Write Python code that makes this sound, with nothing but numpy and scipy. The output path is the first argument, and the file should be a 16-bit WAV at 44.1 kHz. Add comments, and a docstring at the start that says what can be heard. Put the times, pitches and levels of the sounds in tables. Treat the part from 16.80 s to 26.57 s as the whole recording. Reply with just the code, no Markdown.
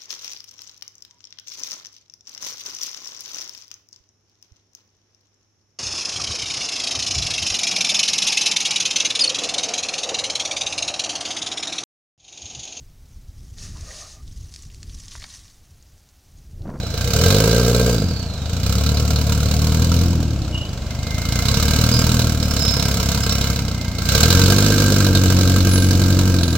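"""A wood: a flat-four rock buggy crawls over boulders in surges of throttle.
Each firing booms in the exhaust pipe, barks in the headers and spits a crack of gas (pulses and noise
into resonances). Valve gear and fan rush as ticking noise; steering hydraulics sing and the chassis
squeaks as narrow noise on gliding pitches. Rocks and trunks scatter it as decaying trains of reflections."""
import sys
import numpy as np
from scipy import signal
from scipy.fft import rfft, irfft
from scipy.io import wavfile
from scipy.ndimage import uniform_filter1d

SR = 44100
rng = np.random.default_rng(int(sys.argv[2]) if len(sys.argv) > 2 else 0)


def materialize(psi):
    """Save the field psi as 16-bit PCM at rate SR to the path in sys.argv[1].

    A 1-D psi becomes a single channel; in a 2-D psi each row is a channel.
    """
    bounded = np.clip(np.atleast_2d(psi).T, -1, 1)
    quanta = np.round(bounded * 32767).astype(np.int16)
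    wavfile.write(sys.argv[1], SR, quanta)


N = 430857
TIME_S = np.arange(N) / SR
CRUISE_HZ = 40  # firings per second

# valve gear and fan, relative spectrum: (frequency [Hz], level [dB])
MACHINE_SPECTRUM = [(30, 2), (200, -12.5), (360, -10), (650, -6), (830, -14.5), (1400, -19), (1900, -25),
                    (2700, -19.5), (7500, -24), (9500, -37.5), (15500, -39)]
# steering hydraulics: (start [s], end [s], pitch at cruising speed [Hz],
#   pitch per engine speed [octave/octave], nominal width [Hz], relative level [dB])
WHINES = [(-.5, .5, 4280, .26, 300, -42), (.6, 1.8, 4300, .26, 380, -38.5),
          (3.95, 5.35, 2230, .1, 170, -41.5), (5.45, 7.6, 2220, .12, 230, -46)]
WHINE_FADE_S, OIL_LAG_S = .45, .15
# chassis squeaks: (start [s], length [s], start pitch [Hz], end pitch [Hz],
#   unsteadiness [Hz], relative level [dB])
SQUEAKS = [(3.72, .22, 2920, 2940, 240, -34.5), (5.109, .14, 4820, 4980, 380, -22.5),
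           (5.615, .086, 5280, 5170, 300, -34), (5.69, .087, 5400, 5350, 300, -34),
           (5.767, .37, 5180, 5240, 460, -25), (6.421, .05, 5150, 5200, 250, -29),
           (6.494, .091, 5500, 5500, 200, -27), (8.87, .26, 10630, 10600, 240, -27.5),
           (9.6, .25, 10300, 10450, 120, -42)]

# engine speed: (time [s], firings per second [Hz])
FIRING_RATE = [(0.0, 32.23), (0.1, 25.99), (0.32, 33.92), (0.56, 51.86), (0.8, 59.9), (1.11, 61.0),
               (1.41, 29.37), (1.59, 24.03), (2.04, 37.38), (2.66, 36.69), (3.24, 43.05), (3.45, 39.35),
               (3.98, 21.93), (4.62, 30.65), (4.69, 34.12), (5.04, 39.4), (5.4, 39.64), (5.85, 34.54),
               (6.78, 33.63), (7.01, 29.42), (7.25, 28.4), (7.5, 43.4), (7.87, 51.37), (8.46, 46.04),
               (9.5, 46.27), (9.77, 39.39)]
# throttle surges: (opens [s], attack [s], closes [s], release [s], easing off [1/s],
#   tone while open: boom [dB], growl [dB], honk [dB], rasp [dB])
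SURGES = [(.04, .42, 1.12, .13, .5, 0, -4, 6, 1), (1.58, .35, 3.22, .24, .02, 1.3, -.5, -5.3, -5),
          (4.02, .72, 5.4, .4, .03, 1.1, 2.3, -4, -.5), (5.2, .6, 6.7, .2, 0, -.6, 2.5, -4.5, -2.2),
          (7.14, .22, 9.66, .4, .37, 1.5, 1.2, 2.3, 4.3)]
# cylinders in firing order, headers of unequal length: (boom [dB], crack [dB], lag [s],
#   nominal valve opening [share of one firing])
CYLINDERS = [(-1.5, -10, 0.0004, 0.064), (-0.2, -7.5, 0.0014, 0.038), (-1.1, -6.5, 0.0004, 0.045),
             (-0.2, -8.5, 0.00055, 0.045)]
# pipe coming into tune with the engine and out again:
#   (firings per second [Hz], base boom [dB], base growl [dB])
PIPE_TUNING = [(23.2, -27, -42), (29.6, -24, -35.5), (35.1, -22, -34), (40.8, -20, -26), (46.2, -17, -24),
               (50.5, -20, -22), (59.5, -19.5, -23.5)]
# exhaust tone as the buggy twists on the rocks:
#   (time [s], pulse returning down the pipe [share], drone [dB])
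TWIST = [(1.2, 0.55, -3), (2.3, 0.81, -15), (3.15, 0.61, -1.5), (3.7, 0.42, 10), (4.7, 0.03, -42),
         (7.1, 0.5, -14), (7.6, 0.61, 3.5), (8.4, 0.83, 11), (9.7, .66, 11)]
# exhaust pipe resonances: (frequency [Hz], width [Hz], relative level [dB])
PIPE_MODES = [(74, 14.5, -5.5), (101, 142, 3), (119.5, 6.9, 7.5), (203.3, 13.6, -2.5), (249.5, 4.7, -25.5)]
# low resonance that drones as the buggy twists: (frequency [Hz], width [Hz], relative level [dB])
DRONE_MODES = [(337, 101, 1.5)]
# mid resonances that honk at high speed: (frequency [Hz], width [Hz], relative level [dB])
HONK_MODES = [(464.6, 44, 4.5), (519, 22, -1.5)]
# header resonances: (frequency [Hz], width [Hz], relative level [dB])
HEADER_MODES = [(687, 53, -3), (966, 51, -8.5), (1088, 17, -4), (1365, 130, -5)]
# collector where the headers meet: (frequency [Hz], width [Hz], relative level [dB])
COLLECTOR_MODES = [(1580, 55, 0)]
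# thin metal rung by the crack: (frequency [Hz], width [Hz], relative level [dB])
TINWORK_MODES = [(2973, 64, 3), (3996, 480, 4.5), (4680, 150, 0.5), (5450, 200, -2), (7380, 270, 0.5)]
# gas crack, relative spectrum: (frequency [Hz], level [dB])
CRACK_SPECTRUM = [(700, -7), (1500, 3), (1880, -10.5), (2120, 1), (3400, -3.5), (4500, -2.5), (6400, 1),
                  (9800, -13), (15500, -9.5)]
# treble favouring the right ear: (frequency [Hz], left minus right [dB])
LEANING = [(200, 0.05), (1300, -1.5), (2400, -0.5), (4400, -10), (8000, -1.5), (15000, -3.5)]

# gain at full throttle, and per octave a second of speeding up
BOOM_THROTTLE_DB, BOOM_PULL_DB = 3.5, 0.47
# base level coasting at cruising speed, gain at full throttle, gain per octave of speed
HONK_DB, HONK_THROTTLE_DB, HONK_OCTAVE_DB = -43, 15, 8
BARK_DB, BARK_THROTTLE_DB, BARK_OCTAVE_DB = -44.5, 14, 2
CRACK_DB, CRACK_THROTTLE_DB, CRACK_OCTAVE_DB = -39, 15, 0
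CRACK_PULL_DB = 0.93  # per octave a second of speeding up
COLLECTOR_DB, COLLECTOR_GROWTH = 7, 1.2  # base level; dB per dB of rasp
EAR_LAG_S, EAR_LIKENESS = .00007, 0.11
TOP_HZ = 16100


def undb(db):
    """Decibels to gain."""
    return 10 ** (np.asarray(db) / 20)


def curves(table):
    """Columns of a table of rows (time [s], ..), interpolated at every sample."""
    s, *columns = np.transpose(table)
    return [np.interp(TIME_S, s, c) for c in columns]


def unit(x):
    """Scale to rms 1."""
    return x / np.sqrt(np.mean(x ** 2))


def steady(x, size=5000):
    """Scale to rms 1 over a few firings, keeping the single beats."""
    power = np.mean(np.atleast_2d(x) ** 2, axis=0)
    smooth_power = uniform_filter1d(uniform_filter1d(power, size), size)
    return x / np.sqrt(smooth_power + 1e-18)


def ring(x, modes):
    """Parallel resonances (frequency [Hz], width [Hz], level [dB])."""
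    return sum(undb(db) * signal.lfilter(*signal.iirpeak(hz, hz / width_hz, fs=SR), x)
               for hz, width_hz, db in modes)


def cut(x, hz, kind, order=2):
    """Butterworth low-pass or high-pass."""
    return signal.sosfilt(signal.butter(order, hz, kind, fs=SR, output="sos"), x)


def split(x, hz):
    """Parts below and above a frequency, without phase shift."""
    low = signal.sosfiltfilt(signal.butter(5, hz, fs=SR, output="sos"), x)
    return low, x - low


def colour(x, points, size=2048):
    """Minimum-phase filter with the spectrum (frequency [Hz], level [dB]), on each channel."""
    hz, db = np.transpose(points)
    bins_hz = np.fft.rfftfreq(size, 1 / SR)
    gain = undb(np.interp(np.log(bins_hz + 1), np.log(hz), db))
    cepstrum = irfft(np.log(gain))[:size // 2]
    cepstrum[1:] *= 2
    impulse = irfft(np.exp(rfft(cepstrum, size)))
    return signal.fftconvolve(x, impulse[None], axes=1)[:, :N]


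def stereo_noise(likeness):
    """Two noises with a shared part."""
    shared, share = rng.standard_normal(N), np.clip(likeness, 0, 1)
    return np.sqrt(share) * shared + np.sqrt(1 - share) * rng.standard_normal((2, N))


def narrow_noise(hz, width_hz, waver=0.13):
    """Rough tone that wavers about a pitch curve."""
    wobble = cut(rng.standard_normal((2, len(hz))), width_hz / 3, "low")
    drift_hz = waver * width_hz * unit(cut(rng.standard_normal(len(hz)), 12.4, "low"))
    angle = 2 * np.pi * np.cumsum(hz + drift_hz) / SR
    return unit(wobble[0] * np.cos(angle) + wobble[1] * np.sin(angle))


def scatter(x, decay_s, count=2):
    """Dense train of small reflections that dies away, different at each ear."""
    age_s = np.arange(int(8 * decay_s * SR)) / SR
    echoes = rng.standard_normal((len(age_s), count)).T * np.exp(-age_s / decay_s)
    echoes /= np.sqrt(np.sum(echoes ** 2, axis=1, keepdims=True))
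    return signal.fftconvolve(np.atleast_2d(x), echoes, axes=1)[:, :N]


def puff(age, rise):
    """A valve opens and the pressure drains: peak 1 at age = rise."""
    return age / rise * np.exp(1 - age / rise)


def vary(firing, spread_db):
    """A new random gain at every firing."""
    return undb(spread_db * rng.standard_normal(firing[-1] + 1)[firing])


def machinery(level_db=-36, tick_depth=0.033):
    """Valve gear and fan: a rush that ticks twice a firing."""
    hz, = curves(FIRING_RATE)
    ticks = 1 + tick_depth * np.cos(4 * np.pi * np.cumsum(hz) / SR)
    rumble = cut(rng.standard_normal(N), 1000, "low", order=1)
    air = rumble + cut(stereo_noise(0.82), 520, "high", order=1)
    return unit(colour(air * ticks, MACHINE_SPECTRUM)) * undb(level_db)


def hydraulics():
    """Oil sings in the steering valve; the engine drives the pump, so pitch follows speed a little late."""
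    hz, = curves(FIRING_RATE)
    flow = np.interp(TIME_S - OIL_LAG_S, TIME_S, hz) / CRUISE_HZ
    out = 0
    for start_s, end_s, pitch_hz, follow, width_hz, db in WHINES:
        swell = np.clip(np.minimum(TIME_S - start_s, end_s - TIME_S) / WHINE_FADE_S, 0, 1)
        out = out + undb(db) * swell * narrow_noise(pitch_hz * flow ** follow, width_hz)
    return out


def squeaks(rise_share=0.23):
    """Loaded joints and brakes slip in short, rough squeals."""
    out = np.zeros(N + SR)
    for start_s, length_s, start_hz, end_hz, width_hz, db in SQUEAKS:
        progress = np.linspace(0, 1, int(length_s * SR))
        swell = puff(progress, rise_share) * np.sqrt(1 - progress ** 4)
        pitch_hz = start_hz + (end_hz - start_hz) * progress
        out[int(start_s * SR):][:len(progress)] += undb(db) * swell * narrow_noise(pitch_hz, width_hz)
    return out[:N]


def throttle_and_tone():
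    """Each surge opens, eases off and shuts; its tone holds while open, then turns into that of the next."""
    throttle, times_s, tones_db = 0, [], []
    for opens_s, attack_s, closes_s, release_s, easing_per_s, *tone_db in SURGES:
        pressed = np.clip((TIME_S - opens_s) / attack_s, 0, 1)
        held = np.exp(-easing_per_s * np.maximum(TIME_S - opens_s - attack_s, 0))
        lifted = np.exp(-np.maximum(TIME_S - closes_s, 0) / release_s)
        throttle = np.maximum(throttle, pressed * held * lifted)
        times_s += [opens_s + attack_s, closes_s]
        tones_db += [tone_db, tone_db]
    return throttle, curves(np.column_stack([times_s, tones_db]))


def loudness(hz):
    """Levels [dB] of boom, growl, honk, bark, crack, collector: deep ones follow speed, sharp ones throttle."""
    throttle, (boom, growl, honk, rasp) = throttle_and_tone()
    speeds_hz, tuned_boom, tuned_growl = np.transpose(PIPE_TUNING)
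    octaves = np.log2(hz / CRUISE_HZ)
    pull = uniform_filter1d(np.gradient(octaves) * SR, size=8000)  # octaves per second
    boom = boom + np.interp(hz, speeds_hz, tuned_boom)
    boom = boom + BOOM_THROTTLE_DB * throttle + BOOM_PULL_DB * pull
    growl = growl + np.interp(hz, speeds_hz, tuned_growl)
    honk = honk + HONK_DB + HONK_THROTTLE_DB * throttle + HONK_OCTAVE_DB * octaves
    bark = rasp + BARK_DB + BARK_THROTTLE_DB * throttle + BARK_OCTAVE_DB * octaves
    crack = rasp + CRACK_DB + CRACK_THROTTLE_DB * throttle + CRACK_OCTAVE_DB * octaves
    crack = crack + CRACK_PULL_DB * np.maximum(pull, 0)
    collector = COLLECTOR_GROWTH * rasp + COLLECTOR_DB
    return boom, growl, honk, bark, crack, collector


def exhaust_pipe(pressure, swirl, gas_db=1, return_s=0.01164):
    """Pulses, their return after one round trip of the pipe, and gas ring it; gives boom and growl."""
    returned, drone_db = curves(TWIST)
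    pressure = pressure + returned * np.interp(TIME_S - return_s, TIME_S, pressure)
    flow = pressure + undb(gas_db) * swirl
    pipe = ring(flow, PIPE_MODES) + undb(drone_db) * ring(flow, DRONE_MODES)
    above_34 = split(pipe, 34.0)[1]
    below_311 = split(above_34, 311.0)[0]
    boom, growl = split(below_311, 205.0)
    return steady(boom), steady(growl)


def mid_honk(edge, swirl, gas_db=-9):
    """The sharp edge of each pulse and the swirling gas ring the mid resonances."""
    honk = ring(edge + undb(gas_db) * swirl, HONK_MODES)
    return steady(cut(cut(honk, 382, "high", order=4), 697, "low", order=4))


def header_bark(firing, shock, burst, collector_db, gas_db=-3, colour_scatter_db=3):
    """Shock front and turbulent gas ring headers and collector, each stroke in its own header colour."""
    blow = 10 * shock + undb(gas_db) * burst * stereo_noise(0.63)
    headers = sum(ring(blow * vary(firing, colour_scatter_db), [mode]) for mode in HEADER_MODES)
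    headers = headers + undb(collector_db) * ring(blow, COLLECTOR_MODES)
    return steady(cut(split(headers, 1490)[0], 336, "high", order=3))


def gas_crack(firing, shock, burst, age_s, hz, crack_db):
    """The shock rattles through the tube frame, gas spits as fresh noise, and both ring thin metal."""
    # the frame's reflections are alike at every firing
    rasp = unit(scatter(shock, 0.018)) * 0.67 + unit(burst * stereo_noise(0.14))
    tin = sum(ring(rasp * vary(firing, 3.7), [mode]) for mode in TINWORK_MODES)
    dull, fizz = split(steady(colour(rasp + tin, CRACK_SPECTRUM)), 7100)
    # the fizz grows with the crack level and is strongest just as the valve opens
    sharpness = np.clip((crack_db + 53) / 19, .35, 1.3) * (hz / 40) ** 0.1
    sharpness = sharpness * (0.87 + 0.29 * puff(age_s, 0.0023))
    return dull + sharpness * fizz


def engine(boom_scatter_db=0.88, crack_scatter_db=2.16, tail_db=-12, hiss_db=-17):
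    """Four cylinders fire in turn into the exhaust; returns the deep voice and the sharp rasp."""
    hz, = curves(FIRING_RATE)
    boom_db, growl_db, honk_db, bark_db, crack_db, collector_db = loudness(hz)
    turns = np.cumsum(hz) / SR + .03  # one turn per firing
    firing, phase = turns.astype(int), turns % 1
    age_s = phase / hz
    own_boom_db, own_crack_db, lag_s, opening = np.array(CYLINDERS)[firing % len(CYLINDERS)].T

    # combustion is less even near idle
    push = undb(own_boom_db) * vary(firing, boom_scatter_db * (40 / hz) ** 2)
    spit = undb(own_crack_db) * vary(firing, crack_scatter_db)
    # the valve opens over a set crank angle, so the pulse sharpens with speed; unequal lags make the burble
    pressure = -push * puff(np.maximum(phase - lag_s * hz, 0), opening * vary(firing, 0.73))
    # the gas column settles into a cleaner note as the speed rises
    swirl = puff(age_s, 0.015) * rng.standard_normal(N) * np.minimum(36 / hz, 1) ** 2.15
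    edge_gain = spit * vary(firing, 5.0 * (CRUISE_HZ / hz) ** 2)
    edge = -edge_gain * puff(np.maximum(age_s - lag_s, 0), 0.00086)
    shock = np.diff(firing, prepend=0) * spit
    # some gas hisses on between firings
    burst = spit * (puff(age_s, 0.0024) + undb(tail_db) * puff(age_s, 0.006)) + undb(hiss_db)

    boom, growl = exhaust_pipe(pressure, swirl)
    voice = boom * undb(boom_db) + growl * undb(growl_db) + mid_honk(edge, swirl) * undb(honk_db)
    bark = header_bark(firing, shock, burst, collector_db)
    crack = gas_crack(firing, shock, burst, age_s, hz, crack_db)
    return voice + bark * undb(bark_db), crack * undb(crack_db)


def at_the_ears(deep, bright):
    """Part of the bright sound is common to both ears, a moment apart; each ear has its own colour."""
    share = np.clip(EAR_LIKENESS, 0, 1)
    common = np.roll(bright[0], round(EAR_LAG_S * SR))
    right = np.sqrt(share) * common + np.sqrt(1 - share) * bright[1]
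    both = deep + np.array([bright[0], right])
    ears = []
    for ear, sign in zip(both, (1, -1)):
        lean = [(hz, sign * db / 2) for hz, db in LEANING]
        ears.append(colour(ear[None], lean))
    return np.vstack(ears)


def scene(rocks_db=-11, wood_db=-17, low_wood_db=-19):
    """The buggy among boulders, with a faint tail from the trees."""
    voice, rasp = engine()
    squeal = hydraulics() + squeaks()
    # squeals come from under the chassis, mostly by way of the rocks
    bright = rasp + .5 * squeal + scatter(squeal, 0.0074)
    bright = bright + undb(rocks_db) * scatter(bright, 0.029) + undb(wood_db) * scatter(bright, 0.21)
    deep = voice + undb(low_wood_db) * scatter(voice, 0.02)
    return at_the_ears(deep, bright) + machinery()


def record(dry):
    """Clip at full scale, then cut the top with a steep elliptic low-pass."""
    low_pass = signal.ellip(10, .2, 70, TOP_HZ, fs=SR, output="sos")
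    return signal.sosfilt(low_pass, np.clip(dry, -1, 1))


dry = scene()
out = record(dry)
materialize(out)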